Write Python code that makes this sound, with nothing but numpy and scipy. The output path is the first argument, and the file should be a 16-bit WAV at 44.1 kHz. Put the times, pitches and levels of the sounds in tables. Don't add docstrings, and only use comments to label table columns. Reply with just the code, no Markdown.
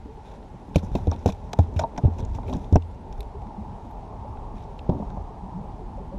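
import sys
import numpy as np
from scipy import signal
from scipy.fft import rfft, irfft
from scipy.io import wavfile
from scipy.ndimage import uniform_filter1d, minimum_filter1d

SR = 44100
rng = np.random.default_rng(int(sys.argv[2]) if len(sys.argv) > 2 else 0)


def undo_db(level):
    steps = np.asarray(level, float) / 20
    return 10 ** steps


def transcribe(signal):
    frames = np.atleast_2d(signal).T
    limited = np.clip(frames, -1, 1)
    pcm = np.round(limited * 32767).astype(np.int16)
    wavfile.write(sys.argv[1], SR, pcm)


N = 272582


def unit(x):
    return x / np.sqrt(np.mean(x ** 2))


def add(track, s, sound):
    i = int(s * SR)
    track[i:i + len(sound)] += sound[:N - i]


def peaked(x, db):
    return x * undo_db(db) / np.max(np.abs(x))


def ring(x, hz, t60):
    radius = np.exp(-np.log(1000) / (max(t60, .002) * SR))
    turn = 2 * np.pi * hz / SR
    return signal.lfilter([np.sin(turn)], [1, -2 * radius * np.cos(turn), radius * radius], x)


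def resonate(x, hz, width):
    return signal.lfilter(*signal.iirpeak(hz, hz / width, fs=SR), x)


def steep(x, hz, kind):
    return signal.sosfilt(signal.butter(7, hz, kind, fs=SR, output="sos"), x)


def walk(rate):
    hold = int(SR / rate)
    steps = np.repeat(rng.standard_normal(N // hold + 1), hold)
    return unit(uniform_filter1d(uniform_filter1d(steps, hold), hold)[:N])


def curve(table):
    s, db = np.transpose(table)
    return np.interp(np.arange(N) / SR, s, db)


def burst(seconds, ms, rise_ms, scatter_db):
    noise, scatter = rng.standard_normal((2, int(SR * seconds)))
    t = np.arange(len(noise)) / SR * 1000
    rise = 1 - np.exp(-t / max(rise_ms, .05))
    return noise * undo_db(scatter_db * scatter) * rise * np.exp(-t / max(ms, .1))


# (f/Hz, width/Hz, level/dB)
HOUSING_MODES = [
    (1488, 347, 9.5),
    (2504, 350, 5),
    (3300, 960, -0.5),
    (3730, 514, 6.5),
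    (5260, 1050, 1),
    (5950, 1340, 2.5),
    (7430, 1300, -5.5),
    (9870, 1400, 5.5),
    (11080, 1540, 5),
    (12900, 1800, 1),
]


def housing(x, dull_db=0., bright_db=0., top_db=0., throat_db=0.):
    share_db = np.repeat([dull_db, throat_db, 0, bright_db, top_db], [1, 1, 2, 3, 3])
    out = 0
    for k, (hz, width, db) in enumerate(HOUSING_MODES):
        leak = resonate(resonate(x, hz, width), hz, 4.9 * width)
        out = out + (-1) ** k * undo_db(db + share_db[k]) * leak
    return out


# (t/s, level/dB)
BREEZE = [(0, -9), (.33, -4), (.62, -5.5), (.95, -2), (1.2, -4.5), (2.22, -0.5), (2.67, -2.5), (2.82, -6.5),
          (3.2, -1.5), (4.44, 1.5), (4.77, -1), (5.3, 3), (5.87, -2), (6.18, -1)]
# (t/s, level/dB)
ROCKING = [(0, 0.5), (.76, -1.5), (.88, 12.5), (1.36, 4), (1.58, 3.5), (1.7, 9.5), (2.08, 0.5), (2.22, 8.5),
           (2.67, 6.5), (3.01, 4), (3.2, 4.5), (3.5, 1), (4.06, 1.5), (4.44, 2), (4.77, 2), (5.06, 4.5),
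           (5.3, 1), (6.18, 4.5)]
# (f/Hz, level/dB per Hz)
AIR_COLOUR = [(15, -30.5), (25, -3.5), (45, 1), (154, -11), (205, -11), (320, -20), (425, -17.5),
              (485, -22.5), (552, -22), (697, -20), (859, -12), (1480, -43), (3590, -52), (12500, -65),
              (16200, -99), (22000, -120)]
# (f/Hz, level/dB)
WHINE = [
    (9652, -93),
]


def lake():
    breeze_db, rocking_db = curve(BREEZE), curve(ROCKING)
    rumble_db = -40 + 0.82 * breeze_db + rocking_db
    wash_db = -44 + 0.49 * breeze_db + 0.39 * rocking_db
    hum_db = -45 + breeze_db
    hiss_db = -64
    f = np.fft.rfftfreq(N, 1 / SR) + 1e-9
    colour_hz, colour_db = np.transpose(AIR_COLOUR)
    colour = undo_db(np.interp(np.log(f), np.log(colour_hz), colour_db))
    # (low f/Hz, high f/Hz, level/dB, flicker/dB, flickers per s)
    layers = [(11.33, 120, rumble_db, 2.3, 12), (121.3, 650, wash_db, 2.45, 18),
              (641, 1300, hum_db, 1.1, 14), (1314, 14000, hiss_db, 0.24, 19)]
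    out = np.zeros(N)
    for low, high, db, flicker_db, rate in layers:
        edges = np.geomspace(low, high, num=4)
        layer = np.zeros(N)
        for a, b in zip(edges, edges[1:]):
            band = irfft(rfft(rng.standard_normal(N)) * colour * (f >= a) * (f < b), N)
            layer += band * undo_db(flicker_db * walk(rate))
        out += unit(layer) * undo_db(db)
    for hz, db in WHINE:
        out += np.sqrt(2) * undo_db(db) * np.sin(2 * np.pi * hz * np.arange(N) / SR)
    return out


# (t/s, peak level/dB, f/Hz, length/ms)
GLUGS = [(3.452, -25, 206, 42), (3.576, -23.5, 207, 50), (3.686, -34, 193, 63), (4.535, -30.5, 199.2, 51),
         (5.421, -25, 181.5, 60), (5.542, -21, 176.6, 57), (5.733, -36.5, 178, 44), (5.981, -31.5, 185, 56),
         (6.142, -21, 195, 24), (0.08, -34, 429, 67), (0.175, -30.5, 408, 17), (3.192, -30.5, 401, 35),
         (3.343, -29, 398, 41), (3.973, -42, 476, 37), (4.1, -33, 425, 23), (4.248, -29, 560, 22),
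         (5.302, -31.5, 412, 22), (5.432, -33, 395, 24), (5.816, -27, 343, 12), (5.976, -29, 536, 18),
         (6.117, -29, 549, 53)]


def glugs():
    out = np.zeros(N)
    for s, db, hz, ms in GLUGS:
        t = np.arange(SR // 4) / SR * 1000 / ms
        swell = t * np.exp(-3.5 * t)
        tone = np.sin(2 * np.pi * hz * ms / 1000 * t * (.97 + 0.059 * t))
        add(out, s, peaked(swell * tone, db - 8.5))
    return out


# (t/s, level/dB)
DRAG = [(0.0, -64.5), (0.72, -61.5), (0.96, -51), (1.17, -53), (1.31, -54), (1.86, -62.5), (2.22, -54),
        (2.63, -60.5), (2.77, -76), (3.79, -59.5), (4.37, -68), (5.03, -57), (5.42, -66), (6.01, -70),
        (6.18, -71)]
# (t/s, level/dB, length/ms, bright part level/dB)
SPRAY = [(.24, -65, 150, -6), (0.744, -51, 12, -12), (.765, -56, 46, -1), (0.824, -67, 50, 20),
         (.96, -61.5, 33, 1), (1.12, -59.5, 32, -13), (1.274, -48, 40, 1), (1.595, -63.5, 65, -3),
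         (1.765, -60.5, 46, 5), (1.799, -56.5, 36, -3), (2.03, -67.5, 64, -7), (2.181, -58, 30, -3),
         (2.341, -70, 49, 4), (2.46, -65, 140, 1), (2.53, -71, 230, 0), (2.728, -65, 58, -7),
         (4.55, -66, 110, -7)]


def mesh():
    ticks = rng.standard_normal(N) * undo_db(2.1 * rng.exponential(size=N)) * undo_db(2.4 * walk(200))
    out = unit(housing(ticks, -1.0, -1.7, -17.5)) * undo_db(curve(DRAG) - 11.0)
    for s, db, ms, bright_db in SPRAY:
        shaken = ticks[int(s * SR):][:int(ms * SR / 1000)]
        swell = np.sin(np.pi * np.linspace(0, 1, len(shaken)) ** 0.58)
        add(out, s, undo_db(db) * unit(housing(shaken * swell, -3.5, bright_db, bright_db - 16.5)))
    return out


# (t/s, peak level/dB, f/Hz, length/ms)
POPS = [(0.7573, -23.5, 2500, 1.65), (.7595, -30, 6000, 2.9), (.780, -43, 3700, 6.1),
        (.953, -37, 2600, 1.9), (1.1144, -33.5, 5500, 1.6), (1.2603, -40, 5900, 3.1),
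        (1.285, -35.5, 3900, 3.6), (1.290, -40, 5900, 2.6), (1.2975, -40, 2500, 3.1),
        (1.301, -41, 3700, 3.1), (1.531, -36, 5350, 2.3), (1.533, -33, 3800, 1.9),
        (1.977, -36.5, 3150, 2.4), (1.977, -35, 5600, 2.5), (2.1856, -46, 2430, 2.6),
        (2.185, -47, 6000, 2.6), (2.196, -50, 5900, 1.9), (2.196, -47, 3700, 1.6), (2.203, -45, 3700, 1.4),
        (2.212, -49, 3600, 1.4), (2.226, -50, 3200, 1.6), (2.235, -55, 3000, 1.4), (2.2503, -44, 6550, 1),
        (2.350, -45.5, 2470, 1.6), (2.4312, -50, 2230, 1.9), (2.464, -52, 2430, 2.1),
        (2.4803, -44, 2360, 2.6), (2.5355, -38, 3700, 1.8), (2.5355, -39, 5960, 1.1),
        (2.540, -45, 1550, 4.1), (2.552, -48, 3300, 2.1), (2.5674, -50, 6800, 1.1),
        (2.757, -30.5, 5900, 1.4), (2.762, -35, 2580, 2.5), (2.7715, -52, 5200, .6),
        (2.7715, -52, 3000, .8), (2.823, -49, 2700, 1.6), (2.947, -59, 6200, 1.1), (3.206, -42, 3650, 1.6),
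        (4.7915, -41, 3600, .7), (4.7915, -44, 2700, .9), (4.7915, -41, 3200, .9), (4.897, -50, 3620, 2.1),
        (5.103, -51, 3400, .9), (5.103, -53, 4300, .9), (5.103, -47, 1500, 1.6), (1.766, -41, 2600, 3.6),
        (1.835, -44, 3800, 3.1), (1.828, -47, 5500, .8), (1.115, -41, 3600, 1.6), (1.133, -45, 3500, 4.1)]


def pops():
    out = np.zeros(N)
    for s, db, hz, ms in POPS:
        width = 0.16 * hz
        snap = burst(1 / 20, ms, rise_ms=0.25, scatter_db=2.0)
        add(out, s, peaked(resonate(resonate(snap, hz, width), hz, 2.3 * width), db))
    return out


# (t/s, peak level/dB, dull part level/dB, bright part level/dB)
KNOTS = [(.4274, -53, -1, -22), (.829, -57, 6, -3), (.9844, -57, -8, -9), (1.0709, -44.5, -13, -2),
         (1.1139, -47, 3, -2), (1.1608, -45, -7, -10), (1.1904, -62, -7, 7), (1.2024, -64, -2, -1),
         (1.5314, -27, -1, -1), (1.7394, -60, 0, 4), (1.8332, -47, -7, -16), (1.9634, -47.5, 2, -13),
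         (2.0293, -54, -15, -8), (2.136, -51, -14, -6), (2.2024, -45, -16, 0), (2.2493, -51.5, -11, 1),
         (2.3344, -51, -14, -10), (2.3426, -51, -10, -5), (2.4324, -57, 4, -15), (2.4872, -47, -13, -19),
         (2.4972, -42, -18, -17), (2.5277, -34.5, -22, -14), (2.5356, -43.5, -10, -1.5),
         (2.5674, -53, 2, -6), (2.6434, -46.5, -14, -25), (2.7571, -35, 0, 2), (2.7714, -70, -9, -9)]
# (t/s, peak level/dB, dull part level/dB, bright part level/dB, top end level/dB)
DROPS = [(2.822, -48.5, -25, -6, -22), (2.9113, -61, -6, -4, -10), (3.1257, -44.5, -10, -2, -20),
         (3.1785, -56, 4, -2, -14), (3.2053, -38, -20, -10, -10.5), (3.2285, -47, -6, -8, -24),
         (3.418, -54, -5, -9, -25), (3.468, -60, 9, 0, -20), (3.9105, -54.5, -1, -9, -9),
         (4.0753, -57, 2, -9, -19), (4.371, -53, 6, -15, -25), (4.6219, -53, -14, -20, -28),
         (4.7904, -38, -17, -17, -33), (4.894, -44, -1, -7, -37), (5.1023, -58, 14, -1, -24),
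         (5.9714, -55.5, -11, -2, -24)]


def ticks():
    out = np.zeros(N)
    rows = [(*row, -25, -2.5) for row in KNOTS] + [(*row, -0.5) for row in DROPS]
    for s, db, dull_db, bright_db, top_db, throat_db in rows:
        tick = burst(1 / 20, ms=2.3, rise_ms=0.17, scatter_db=2.5)
        add(out, s, undo_db(db + 5.0) * housing(tick, dull_db + 0.5, bright_db + 1.5, top_db, throat_db))
    return steep(out, 1130, "high")


# (t/s, peak level/dB)
RAPS = [(0.757, -36), (.986, -41), (1.117, -25), (1.149, -37), (1.262, -28.5), (1.289, -33), (1.534, -34),
        (1.838, -23.5), (2.076, -40), (2.385, -30), (2.432, -36.5), (2.528, -32), (3.42, -43),
        (4.897, -30.5), (4.965, -38), (5.0, -46)]


def raps():
    out, cavity_hz = np.zeros(N), 923
    for s, db in RAPS:
        tap = burst(1 / 10, ms=3.2, rise_ms=0.34, scatter_db=1.5)
        add(out, s, peaked(resonate(ring(tap, cavity_hz, t60=0.03), cavity_hz, 700.), db))
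    return out


# (t/s, peak level/dB, dull part level/dB, bright part level/dB, top end level/dB)
SLAPS = [(.757, -23.5, -24, -12, -17), (0.9514, -29.5, -16, -14.5, -22), (1.259, -29, -10, -11, -17),
         (1.321, -41, -17, -9, -20), (1.5875, -34.5, -4, -9.5, -20), (1.7618, -43, -4, -13, -20),
         (1.7913, -23, -3.5, -8, -25), (1.9759, -35, 6.5, -6, -25), (2.348, -42.5, -12, -7.5, -21),
         (2.4797, -43, 2.5, -25, -21), (2.725, -40, -17, -7.5, -21)]


def slaps():
    out = np.zeros(N)
    for s, db, dull_db, bright_db, top_db in SLAPS:
        spatter = burst(1 / 10, ms=4.6, rise_ms=0.85, scatter_db=4.5)
        add(out, s, undo_db(db + 1.5) * housing(spatter, dull_db, bright_db + 8.5, top_db))
    return steep(out, 1130, "high")


# (f/Hz, level/dB, fade by 60 dB t/s)
SHELL = [
    (130, -5.5, 0.058),
    (199.2, 2, 0.053),
    (275, 7.5, 0.083),
    (365, 2, 0.049),
    (448, -6, 0.11),
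    (567, 1, 0.03),
    (705, 21, 0.029),
    (838, 7.5, 0.07),
    (911, 10, 0.076),
    (960, -33, .04),
]
# (t/s, peak level/dB, low modes level/dB, high modes level/dB)
KNOCKS = [(.055, -28.5, -34, -16), (.539, -33.5, -5.5, -12), (.681, -35, -4, -24), (.707, -38, -3, -20),
          (.759, -19, -5, -16), (.829, -34, 7.5, -10), (.952, -17, -7.5, -4.5), (.985, -33.5, -13, 0.5),
          (1.071, -16.5, -7, -22), (1.260, -12, -19, -5), (1.532, -31.5, -28, 11), (1.589, -16.5, -6.5, 2),
          (1.791, -27.5, -4, 12), (2.384, -33.5, -15, 3.5), (2.433, -40, -14, -8), (2.528, -26, -40, -0.5),
          (3.419, -35.5, -8, 2.5), (4.243, -43, -19, 3), (4.998, -27, -3, -26), (5.021, -26, -5.5, -0.5),
          (5.171, -32.5, 0.5, 6)]
# (t/s, peak level/dB, low modes level/dB, high modes level/dB, scrabble/ms)
SCUFFS = [(1.114, -23.5, -16, 0, 10.7), (1.148, -29.5, -7, -5, 3.1), (1.285, -22.5, -2, -3.5, 6.3),
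          (1.809, -37, -20, 15, 18.4), (1.836, -27.5, -26, 10.5, 4), (1.977, -25, -6, 4, 7),
          (2.041, -19, 0.5, -30, 14.5), (2.077, -22, -3, -24, 4.6), (2.19, -25, -19, -16, 5.7),
          (2.479, -22.5, -13, -17, 39), (2.547, -26.5, 2.5, -15, 14), (4.890, -14.5, -4, -30, 7.4),
          (4.913, -20.5, -18, -10, 13), (4.939, -26.5, -7, -17, 45)]
# (t/s, peak level/dB, low modes level/dB, high modes level/dB, scrabble/ms)
SLAM = [
    (2.726, -18.5, -3, -29, 9.1),
    (2.7569, -14, -16, -1, 1),
    (2.7623, -17, -7.5, -12, 3.1),
]


def knocks():
    out = np.zeros(N)
    blows = [(*row, 4.9, 1) for row in KNOCKS] + [(*row, 3) for row in SCUFFS] + [(*row, 1) for row in SLAM]
    for s, db, low_db, high_db, scrabble_ms, contact_ms in blows:
        blow = burst(1 / 5, scrabble_ms, contact_ms, scatter_db=2.0)
        modes = []
        for hz, mode_db, t60 in SHELL:
            share, detune = rng.standard_normal(2)
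            modes.append(undo_db(mode_db + 1.8 * share) * ring(blow, hz * (1 + 0.04 * detune), t60))
        crack = ring(blow, 557.0, 0.0072)
        add(out, s, peaked(sum(modes[:2]), db + low_db + 5.0))
        add(out, s, peaked(sum(modes[2:6]), db - 3.5))
        add(out, s, peaked(crack, db - 12.5))
        add(out, s, peaked(sum(modes[6:]), db + high_db))
    return steep(out, 1017, "low")


# (t/s, peak level/dB, contact/ms, shell ring level/dB)
PUSHES_OUT = [(1.0715, -16.5, 2.2, -15), (1.2596, -4, 1.64, -9), (1.2690, -14, 2.9, -3),
              (2.7254, -13, 3.06, -14), (2.7570, -3.5, 1.8, -5), (2.7616, -5.5, 1.62, -12.5),
              (2.7640, -9, 2.1, -14), (2.7668, -9, 1.7, -14), (1.2735, -17, 2.1, -12),
              (1.2888, -20, 1.4, -6), (1.2955, -21, 1.3, -4), (1.120, -19, 1.4, -5),
              (.7665, -9.5, 3.8, -10), (.7614, -13, 1.5, -8), (1.5903, -13, 1.1, -6)]
# (t/s, peak level/dB, contact/ms, shell ring level/dB)
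PUSHES_IN = [
    (.7587, -4, 1.9, -13),
    (.772, -14, 3.1, -14),
    (2.040, -12, 3.1, -12),
    (2.7581, -12, 1.3, -12),
    (2.7592, -9, 1.6, -14),
    (.9520, -11.5, 2.06, -4),
    (1.5893, -10, 1.36, -8),
    (4.8925, -14.5, 2.34, -7),
]


def pushes():
    out = np.zeros(N)
    for table, way in [(PUSHES_OUT, 1), (PUSHES_IN, -1)]:
        for s, db, ms, ring_db in table:
            t = np.arange(SR // 8) / SR * 1000 / ms
            dent = np.sin(np.pi * np.minimum(t, 1)) ** 2
            shell = sum(ring(dent, hz, 0.68 * t60) for hz, _, t60 in SHELL[1:8])
            late_shell = np.roll(shell, int(ms * SR / 2000))
            spring_back = signal.lfilter(*signal.butter(1, 90., "high", fs=SR), dent)
            add(out, s, way * (peaked(spring_back, db) + peaked(late_shell, db + ring_db)))
    return out


# (t/s, peak level/dB, fade by 60 dB t/s)
FLOPS = [(1.072, -11, .12), (1.257, -16.5, 0.13), (1.329, -32, 0.11), (1.588, -9.5, 0.15),
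         (1.598, -16, .05), (2.036, -13, 0.04), (2.0508, -7, .07), (2.109, -30.5, 0.2), (2.355, -23, 0.043),
         (2.464, -25.5, 0.17), (2.541, -22.5, 0.059), (2.725, -10, 0.07), (2.736, -9, .06),
         (4.894, -28.5, 0.4), (5.171, -31.5, 0.15), (5.259, -38, .11)]
# (t/s, peak level/dB, fade by 60 dB t/s)
JERKS = [
    (.757, -20, 0.23),
    (.829, -28, 0.053),
    (.918, -22, 0.016),
    (.95, -17, 0.029),
    (1.763, -15, 0.18),
    (2.228, -18.5, 0.09),
]
# (t/s, peak level/dB, fade by 60 dB t/s)
REBOUNDS = [
    (.765, -22, .039),
    (2.7625, -7, 0.03),
]


def booms():
    out, t = np.zeros(N), np.arange(SR // 2) / SR
    lingering = 0.045 * np.exp(-np.log(1000) * t / 0.56)
    # (blows, f/Hz of the hull's air, swell/ms, first direction)
    kinds = [(FLOPS, 83.5, 6.3, 1), (JERKS, 83.5, 1.5, -1), (REBOUNDS, 86.8, 0.62, 1)]
    for table, hz, swell_ms, way in kinds:
        swell = 1 - np.exp(-t * 1000 / swell_ms)
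        for s, db, t60 in table:
            fade = np.exp(-np.log(1000) * t / t60) + lingering
            swing = np.sin(2 * np.pi * hz * t + 0.84) * swell * fade
            add(out, s, way * peaked(swing, db))
    return out


def scene():
    background = lake() + glugs()
    net = mesh() + pops() + ticks()
    fish = raps() + slaps() + knocks() + pushes() + booms()
    return (background + net + fish)[None]


def band_limit(x):
    return signal.sosfilt(signal.butter(12, 16340, fs=SR, output="sos"), x)


def record(dry):
    ceiling = .7
    duck = minimum_filter1d(np.minimum(1, ceiling / (np.abs(dry) + 1e-9)), size=201)
    limited = dry * uniform_filter1d(duck, size=201)
    f, _, z = signal.stft(limited, SR, "cosine", 2048)
    faint = (uniform_filter1d(np.abs(z), size=2, axis=1) < undo_db(-103)) & (f[:, None] > 5100)
    thinned = signal.istft(np.where(faint, z * undo_db(-14), z), SR, "cosine", 2048)[1][:, :N]
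    dither = steep(rng.standard_normal(dry.shape), 15500, "low") * undo_db(-99)
    return band_limit(thinned + dither)


dry = scene()
out = record(dry)
transcribe(out)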